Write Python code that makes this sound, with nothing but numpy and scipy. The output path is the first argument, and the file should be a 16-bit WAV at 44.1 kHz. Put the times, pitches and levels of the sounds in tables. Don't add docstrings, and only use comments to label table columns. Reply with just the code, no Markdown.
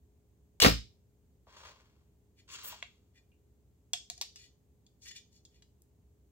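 import sys
import numpy as np
from scipy import signal
from scipy.fft import rfft, irfft
from scipy.io import wavfile

SR = 44100
rng = np.random.default_rng(int(sys.argv[2]) if len(sys.argv) > 2 else 0)


def store_wav(level_fs):
    pcm = np.round(np.clip(np.atleast_2d(level_fs), -1, 1) * 32767)
    wavfile.write(sys.argv[1], SR, pcm.T.astype(np.int16))


N = 278271
TIME = np.arange(N) / SR
TAIL = TIME[:SR]
TOP_HZ = 15800


# (time [s], level [dB], length of the push [s])
BOW_PUSHES = [(0.620, -8, 0.0066), (0.6471, -7, 0.00038), (0.666, 0, .0022)]
# (frequency [Hz], level [dB], t60 [s])
BOW_MODES = [(59.3, -28.5, .38), (83, -30, .36), (98.3, -30, 0.33), (115, -31, .25), (170, -29, 0.13),
             (217, -28, .2), (268, -24, .15), (296, -23, .12), (428, -29, .22), (478, -18, .08),
             (530, -21, .073), (630, -20, .09), (794, -23, .12), (1187, -24, .12), (1340, -27, 0.08)]
BOW_PHASE = 0.34
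REBOUND_S, REBOUND_DB, REBOUND_LOSS_DB, REBOUND_PUSH_S = .0172, -8, 2.2, .002

# (frequency [Hz], level [dB], t60 [s])
JAW_MODES = [(2925, -2, 0.11), (5000, -9.5, 0.04), (6260, -7.5, 0.046), (6740, -15.5, .1)]
JAW_DB = -31.5
# (frequency [Hz], level [dB])
RATTLE_COLOUR = [(200, -24), (600, -7.5), (950, -12.5), (1250, -6.5), (1800, -8.5), (2700, -6),
                 (3800, -4.5), (5200, -3), (6500, -12), (9000, -13), (15000, -15)]
RELEASE_S, RATTLE_RISE_AND_HOLD_S = .602, 0.061
RATTLE_DB, RATTLE_RISE_S, RATTLE_T60_S = -26, .023, 0.17
# (time [s], level [dB], centre [Hz], sharpness Q [-])
SNAP_BLOWS = [(0.601, -7, 3000, 3.5), (0.6024, -6, 7000, 0.3), (0.6204, 3, 4000, 4),
              (0.625, -2.5, 6500, 0.5)]
SNAP_T60_S, SNAP_LEAD_MS = 0.016, .11
SING_S, SING_DB, SING_HZ, SING_Q, SING_T60_S = .625, -3, 366, 4.7, 0.14
# (time [s], level [dB], centre [Hz], chatter t60 [s])
STRING_SLAPS = [(0.6476, 3, 650, 0.0042), (0.6517, -2, 495, 0.0016), (0.655, -3, 480, 0.0022),
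                (.6612, -1.5, 500, .02), (0.665, 1.5, 130, .0022)]
SLAP_Q, SLAP_LEAD_MS = 0.89, .45

# (time [s], level [dB], centre [Hz], sharpness Q [-], nominal t60 [s])
PART_KNOCKS = [(1.470, -33, 600, 0.93, .099), (1.664, -40, 6450, 30, 0.2), (2.724, -24.5, 1036, 0.92, 0.11),
               (3.318, -46, 2600, 5.3, .1), (2.8259, -14, 2350, 1.9, .007),
               (2.8277, -16.5, 2300, 1.6, .007), (3.9362, -11, 3450, 3, .014),
               (3.9375, -10, 3600, 1.5, .012), (4.2133, -10, 4980, 0.65, 0.0085),
               (4.2203, -19, 4720, 0.65, 0.022), (4.2232, -18, 3305, 0.94, 0.03),
               (4.359, -26, 4290, 0.83, 0.08), (5.623, -37, 3586, 0.78, 0.04),
               (5.82, -40.5, 10990, 0.85, .0074)]
# (time [s], click level [dB], ring level [dB], favoured frequency [Hz], its boost [dB])
ARROW_TAPS = [(2.8263, -34, -62, 1945, 14), (3.9337, -10, -47.5, 3408, 19), (4.1001, -16, -55.5, 2390, 13),
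              (4.1787, -31, -65.5, 3408, 8)]
TAP_HZ, TAP_T60_S, SPOT_OCTAVES, SPOT_T60_S = 5266, 0.011, 0.028, 0.032
# (frequency [Hz], level [dB], t60 [s])
SHAFT_MODES = [(716, 0, .19), (1100, -12, .08), (1670, -9, .1), (1945, -3, .1), (2390, -4, .1),
               (2993, -7, .1), (3408, -4, .09), (3639, -8, .08), (4240, -3, .1), (4797, -4, .1),
               (5460, -6, .1), (6100, -5, .1), (6767, -1, .08)]
SHAFT_HELD = 1.018
# (frequency [Hz], level [dB], t60 [s])
BUCKLE_MODES = [(3277, -9, 0.11), (3520, 5, 0.072), (5350, -11, 0.08), (7040, 1, 0.066)]
# (time [s], level [dB])
BUCKLE_JINGLES = [(4.8652, -41), (5.02, -38), (5.451, -33)]

# (time of peak [s], level [dB], length [s], centre [Hz])
SHORT_SCRAPES = [(1.582, -68, 0.008, 4200), (2.394, -70.5, 0.014, 2330), (2.537, -57, .014, 6950),
                 (3.171, -72, 0.017, 1800), (4.421, -65.5, 0.035, 3600), (5.04, -63.5, 0.015, 5250),
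                 (5.066, -57.5, 0.0079, 2140), (5.087, -52.5, 0.0068, 4200), (5.114, -48, 0.0036, 2600),
                 (5.168, -54.5, 0.012, 3350), (5.355, -73, 0.021, 5200), (5.557, -79, 0.028, 2940)]
SCRAPE_Q = 1.2
# (frequency [Hz], level [dB])
LIGHT_TOUCH_COLOUR = [(900, -26), (1250, -9), (1900, 3), (3400, 0), (7000, 2), (14000, 1)]
# (frequency [Hz], level [dB])
HARD_PART_COLOUR = [(300, -14), (520, -8.5), (700, 1), (1300, -11), (2200, -8.5), (5000, -1), (7300, 1.5),
                    (9000, 0), (15000, -4)]

# (start [s], level [dB], rise [s], t60 [s])
SHIRT_SWISHES = [(1.46, -62, .12, .9), (1.63, -60, .04, .25)]
# (frequency [Hz], level [dB])
FABRIC_COLOUR = [(200, -10), (600, -1), (1200, 0), (1900, -4), (3500, -3), (6500, -8), (9000, -19),
                 (15000, -22)]
# (start [s], level [dB], rise [s], t60 [s])
ARROW_PULLS = [(2.474, -53, 0.057, 0.76), (2.625, -56, 0.091, 0.27)]
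# (frequency [Hz], level [dB])
SLIDE_COLOUR = [(300, -9), (800, -16.5), (1250, -2), (1800, -10), (2800, -1), (5800, -5), (7300, -3.5),
                (9000, -20.5), (15000, -23)]
GRIT_DB, GRIT_PER_S, GRIT_HZ, GRIT_OCTAVES, GRIT_CYCLES = -11.5, 700, 3250, 0.94, 84
VANES_S, VANES_DB, VANES_RISE_S, VANES_HOLD_S, VANES_T60_S = 2.63, -45.5, 0.01, 0.046, 0.11

# (delay [s], level [dB])
HAND_ECHOES = [(.0009, -14.5), (.0018, -9.5)]
# (frequency [Hz], t60 [s])
WORKSHOP_T60 = [(60, 0.45), (250, .22), (700, 0.15), (1500, 0.21), (3000, 0.29), (6000, 0.32),
                (15000, 0.16)]
# (frequency [Hz], level [dB])
WORKSHOP_COLOUR = [(50, -16.5), (150, -5.5), (500, 0), (1200, 4), (2000, 2), (3500, 1.5), (8000, 0),
                   (15000, 2)]
ROOM_RIPPLE_DB = 2.5
BOW_ROOM_DB, HANDS_ROOM_DB = -7.5, -8.5

# (frequency [Hz], level [dB])
AIR_COLOUR = [(20, -16), (45, -8), (68, 3.5), (120, -9), (200, -13.5), (370, -22), (650, -32.5),
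              (1300, -45), (5500, -47.5), (6600, -42), (8500, -43), (15500, -43.5)]
AIR_DB = -66
# (frequency [Hz], rms level [dB])
HUM_TONES = [(60, -75), (119, -79.5), (415, -85.5)]
# (frequency [Hz], level [dB])
MIC_RESPONSE = [(25, -18.5), (55, -2), (1000, 6.5), (7500, 3.5), (9000, 0), (11200, -3), (13000, 2.5),
                (15000, 3)]


def shot():
    out = rattle()
    add(out, ports(undb(JAW_DB) * ring(JAW_MODES), lead_ms=.05, pan_db=0.5), RELEASE_S)
    for s, db, hz, q in SNAP_BLOWS:
        add(out, blow(db, hz, q, SNAP_T60_S, SNAP_LEAD_MS), s)
    add(out, blow(SING_DB, SING_HZ, SING_Q, SING_T60_S, lead_ms=0.11), SING_S)
    for s, db, hz, t60 in STRING_SLAPS:
        add(out, blow(db, hz, SLAP_Q, t60, SLAP_LEAD_MS), s)
    return out + twang()


def twang():
    out = np.zeros((2, N))
    for channel, side in enumerate((1, -1)):
        modes = ring(BOW_MODES, side * BOW_PHASE / 2)
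        for s, db, length in BOW_PUSHES + rebounds():
            push = np.hanning(int(length * SR) + 3)
            x = undb(db) * signal.fftconvolve(modes, push / push.sum())
            add(out[channel], ports(x, lead_ms=0.63, pan_db=-1.17)[channel], s)
    return out


def rebounds(count=8):
    last_push_s = BOW_PUSHES[-1][0]
    return [(last_push_s + (k + 1) * REBOUND_S,
             REBOUND_DB - k * REBOUND_LOSS_DB,
             (k + 1) * REBOUND_PUSH_S) for k in range(count)]


def rattle():
    ticks = colour(friction(rate=5000, spread_db=1.5), RATTLE_COLOUR)
    pair = unit(ports(ticks, lead_ms=.3, pan_db=3.0))
    hold_s = RATTLE_RISE_AND_HOLD_S - RATTLE_RISE_S
    return undb(RATTLE_DB) * pair * swell(RELEASE_S, RATTLE_RISE_S, RATTLE_T60_S, hold_s)


def blow(db, hz, q, t60, lead_ms):
    return ports(undb(db) * contact(hz, q, t60, chatter=t60 / .006), lead_ms, pan_db=2.63)


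def clicks():
    out = np.zeros(N)
    for s, db, hz, q, t60 in PART_KNOCKS:
        add(out, undb(db) * part(hz, q, t60), s)
    for s, click_db, ring_db, hz, boost_db in ARROW_TAPS:
        add(out, undb(click_db) * part(TAP_HZ, 0.94, TAP_T60_S), s)
        add(out, undb(ring_db) * shaft(hz, boost_db), s)
    for s, db in BUCKLE_JINGLES:
        add(out, undb(db) * jingle(), s)
    return ports(out, lead_ms=-.06, pan_db=2.5)


def part(hz, q, t60, count=48):
    t = TAIL[:SR // 6]
    place = np.linspace(-2, 2, count) + rng.uniform(-4, 4, count) / count
    f = hz * 2 ** (place / q)
    weight = rng.choice([-1, 1], count) * np.exp(-place ** 2) * (f < TOP_HZ)
    mode_t60 = t60 * 2 ** rng.uniform(-0.58, 0.89, (count, 1))
    modes = np.sin(2 * np.pi * f[:, None] * t) * np.exp(-np.log(1000) * t / mode_t60)
    x = weight @ modes
    crack = resonate(contact(hz, q, t60=.004, chatter=1), hz, q)[:len(t)]
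    x = x / np.linalg.norm(x) + np.sqrt(.02 / t60) * crack / np.linalg.norm(crack)
    return x / np.linalg.norm(x)


def shaft(spot_hz, boost_db):
    hz, db, t60 = np.transpose(SHAFT_MODES)
    near = np.exp(-(np.log2(hz / spot_hz) / SPOT_OCTAVES) ** 2)
    return ring(zip(hz, db + boost_db * near, t60 + (SPOT_T60_S - t60) * near))


def jingle():
    tick = contact(4700, 0.8, t60=0.027, chatter=3.6)
    rung = signal.fftconvolve(tick, ring(BUCKLE_MODES))[:SR]
    return undb(-5.5) * rung / np.linalg.norm(rung) + resonate(tick, 4800, 1.0)


def scrapes():
    out = np.zeros(N)
    slips = friction(rate=3600, spread_db=-0.5, flutter_db=4.5)
    sing = ring([(hz * SHAFT_HELD, db, t60) for hz, db, t60 in SHAFT_MODES[3:]])
    for s, db, length, hz in SHORT_SCRAPES:
        rasp = contact(hz, SCRAPE_Q, t60=.002, chatter=0)
        rung = signal.fftconvolve(rasp, sing)[:SR]
        body = rasp + rung / np.linalg.norm(rung)
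        stroke = slips * np.exp(-((TIME - s) / length) ** 2 / 2)
        out += undb(db) * signal.oaconvolve(stroke, body)[:N]
    return ports(colour(out, LIGHT_TOUCH_COLOUR), lead_ms=.1, pan_db=3.5)


def rustle():
    cloth, foam, rim = (friction(rate=7000, spread_db=3, flutter_db=6) for _ in range(3))
    shirt = unit(colour(cloth, FABRIC_COLOUR)) * strokes(SHIRT_SWISHES)
    foam_rub = undb(-1.0) * unit(colour(foam, SLIDE_COLOUR))
    slide = (foam_rub + undb(GRIT_DB) * grit()) * strokes(ARROW_PULLS)
    sizzle = unit(colour(rim, [(5000, -17), (9500, -11), (12500, -3.0)]))
    vanes = undb(VANES_DB) * sizzle * swell(VANES_S, VANES_RISE_S, VANES_T60_S, VANES_HOLD_S)
    return ports(shirt + slide + vanes, lead_ms=-.12, pan_db=3.5)


def grit():
    out, t = np.zeros(N), TAIL[:2048]
    count = int(GRIT_PER_S * N / SR)
    for pitch, strength in np.clip(rng.standard_normal((count, 2)), -2, 2):
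        hz = GRIT_HZ * 2 ** (GRIT_OCTAVES * pitch)
        grain = np.sin(2 * np.pi * hz * t) * np.exp(-np.log(1000) * hz * t / GRIT_CYCLES)
        add(out, undb(6.3 * strength) * np.sqrt(hz) * grain, rng.random() * N / SR)
    return unit(out)


def nearby(x):
    out = x.copy()
    for k, (s, db) in enumerate(HAND_ECHOES):
        add(out, ports(undb(db) * x[0], lead_ms=0.26 * (-1) ** k, pan_db=-3), s)
    return out


def room(build_s=0.00021):
    hz, s, cells = signal.stft(diffuse(SR, alike_hz=330), SR, nperseg=256)
    decay = np.exp(-np.log(1000) * s / lookup(WORKSHOP_T60, hz)[:, None])
    tail = signal.istft(cells * decay, SR)[1][:, :SR]
    build_up = 1 - np.exp(-(TAIL / build_s) ** 2)
    tail = colour(tail * build_up, WORKSHOP_COLOUR)
    peaks_hz = np.arange(400, TOP_HZ, 70)
    ripple_db = ROOM_RIPPLE_DB * np.clip(rng.standard_normal(len(peaks_hz)), -2, 2)
    tail = colour(tail, np.column_stack([peaks_hz, ripple_db]))
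    return tail / np.linalg.norm(tail[0])


def background():
    air = undb(AIR_DB) * unit(colour(diffuse(N, alike_hz=525), AIR_COLOUR))
    hum = sum(undb(db) * np.sqrt(2) * np.sin(2 * np.pi * (hz * TIME + rng.random()))
              for hz, db in HUM_TONES)
    return air + hum


def ring(modes, phase=0):
    return sum(undb(db) * np.sin(2 * np.pi * hz * TAIL + phase) * np.exp(-np.log(1000) * TAIL / t60)
               for hz, db, t60 in modes)


def contact(hz, q, t60, chatter):
    force = rng.standard_normal(SR) * np.exp(-np.log(1000) * TAIL / t60)
    force *= chatter / np.linalg.norm(force)
    force[0] = -1
    x = resonate(force, hz, q)
    return x / np.linalg.norm(x)


def friction(rate, spread_db, flutter_db=0):
    slips = rng.random(N) < rate / SR
    sizes = rng.standard_normal(N) * undb(spread_db * np.minimum(rng.exponential(size=N), np.pi))
    knots = np.arange(0, N / SR, .01)
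    grip = np.interp(TIME, knots, rng.uniform(-0.39, 1, len(knots)))
    return unit(slips * sizes * undb(flutter_db * grip))


def swell(start_s, rise_s, t60, hold_s=0):
    age = TIME - start_s
    fall = np.exp(-np.log(1000) * np.maximum(age - rise_s - hold_s, 0) / t60)
    return np.clip(age / rise_s, 0, 1) * fall


def strokes(rows):
    return sum(undb(db) * swell(s, rise, t60) for s, db, rise, t60 in rows)


def ports(x, lead_ms, pan_db):
    i = np.arange(len(x))
    lag = lead_ms * SR / 1000
    return np.array([undb(side * pan_db / 2)
                     * np.interp(i - round(max(-side * lag, 0)), i, x, left=0) for side in (1, -1)])


def diffuse(size, alike_hz):
    mid, side = rfft(rng.standard_normal((2, size)))
    alike = .95 / (1 + (np.fft.rfftfreq(size, 1 / SR) / alike_hz) ** 2)
    common = mid * np.sqrt(1 + alike)
    opposed = np.array([[1], [-1]]) * side * np.sqrt(1 - alike)
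    return irfft(common + opposed, size)


def colour(x, points, size=16384):
    cepstrum = irfft(np.log(undb(lookup(points, np.fft.rfftfreq(size, 1 / SR)))))
    cepstrum[1:size // 2] *= 2
    cepstrum[size // 2 + 1:] = 0
    response = irfft(np.exp(rfft(cepstrum)))
    filtered = signal.oaconvolve(np.atleast_2d(x), response[None], axes=1)
    return filtered[:, :x.shape[-1]].reshape(x.shape)


def resonate(x, hz, q):
    g = np.tan(np.pi * min(hz / SR, .45))
    b = [g / q, 0, -g / q]
    a = [1 + g / q + g * g, 2 * g * g - 2, 1 - g / q + g * g]
    return signal.lfilter(b, a, x)


def lookup(points, hz):
    f, value = np.transpose(points)
    return np.interp(np.log(np.maximum(hz, 1)), np.log(f), value)


def undb(db):
    return 10 ** (np.asarray(db) / 20)


def unit(x):
    return x / np.sqrt(np.mean(x ** 2))


def add(out, x, s):
    start = int(s * SR)
    piece = x[..., :N - start]
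    out[..., start:start + piece.shape[-1]] += piece


def scene():
    bow = shot()
    hands = colour(clicks() + scrapes(), HARD_PART_COLOUR) + rustle()
    send = undb(BOW_ROOM_DB) * bow[0] + undb(HANDS_ROOM_DB) * hands[0]
    reverb = signal.oaconvolve(send[None], room(), axes=1)[:, :N]
    return bow + nearby(hands) + reverb + background()


def record(dry):
    low_pass = signal.ellip(10, .2, 80, TOP_HZ, fs=SR, output="sos")
    return signal.sosfilt(low_pass, colour(dry, MIC_RESPONSE))


dry = scene()
out = record(dry)
store_wav(out)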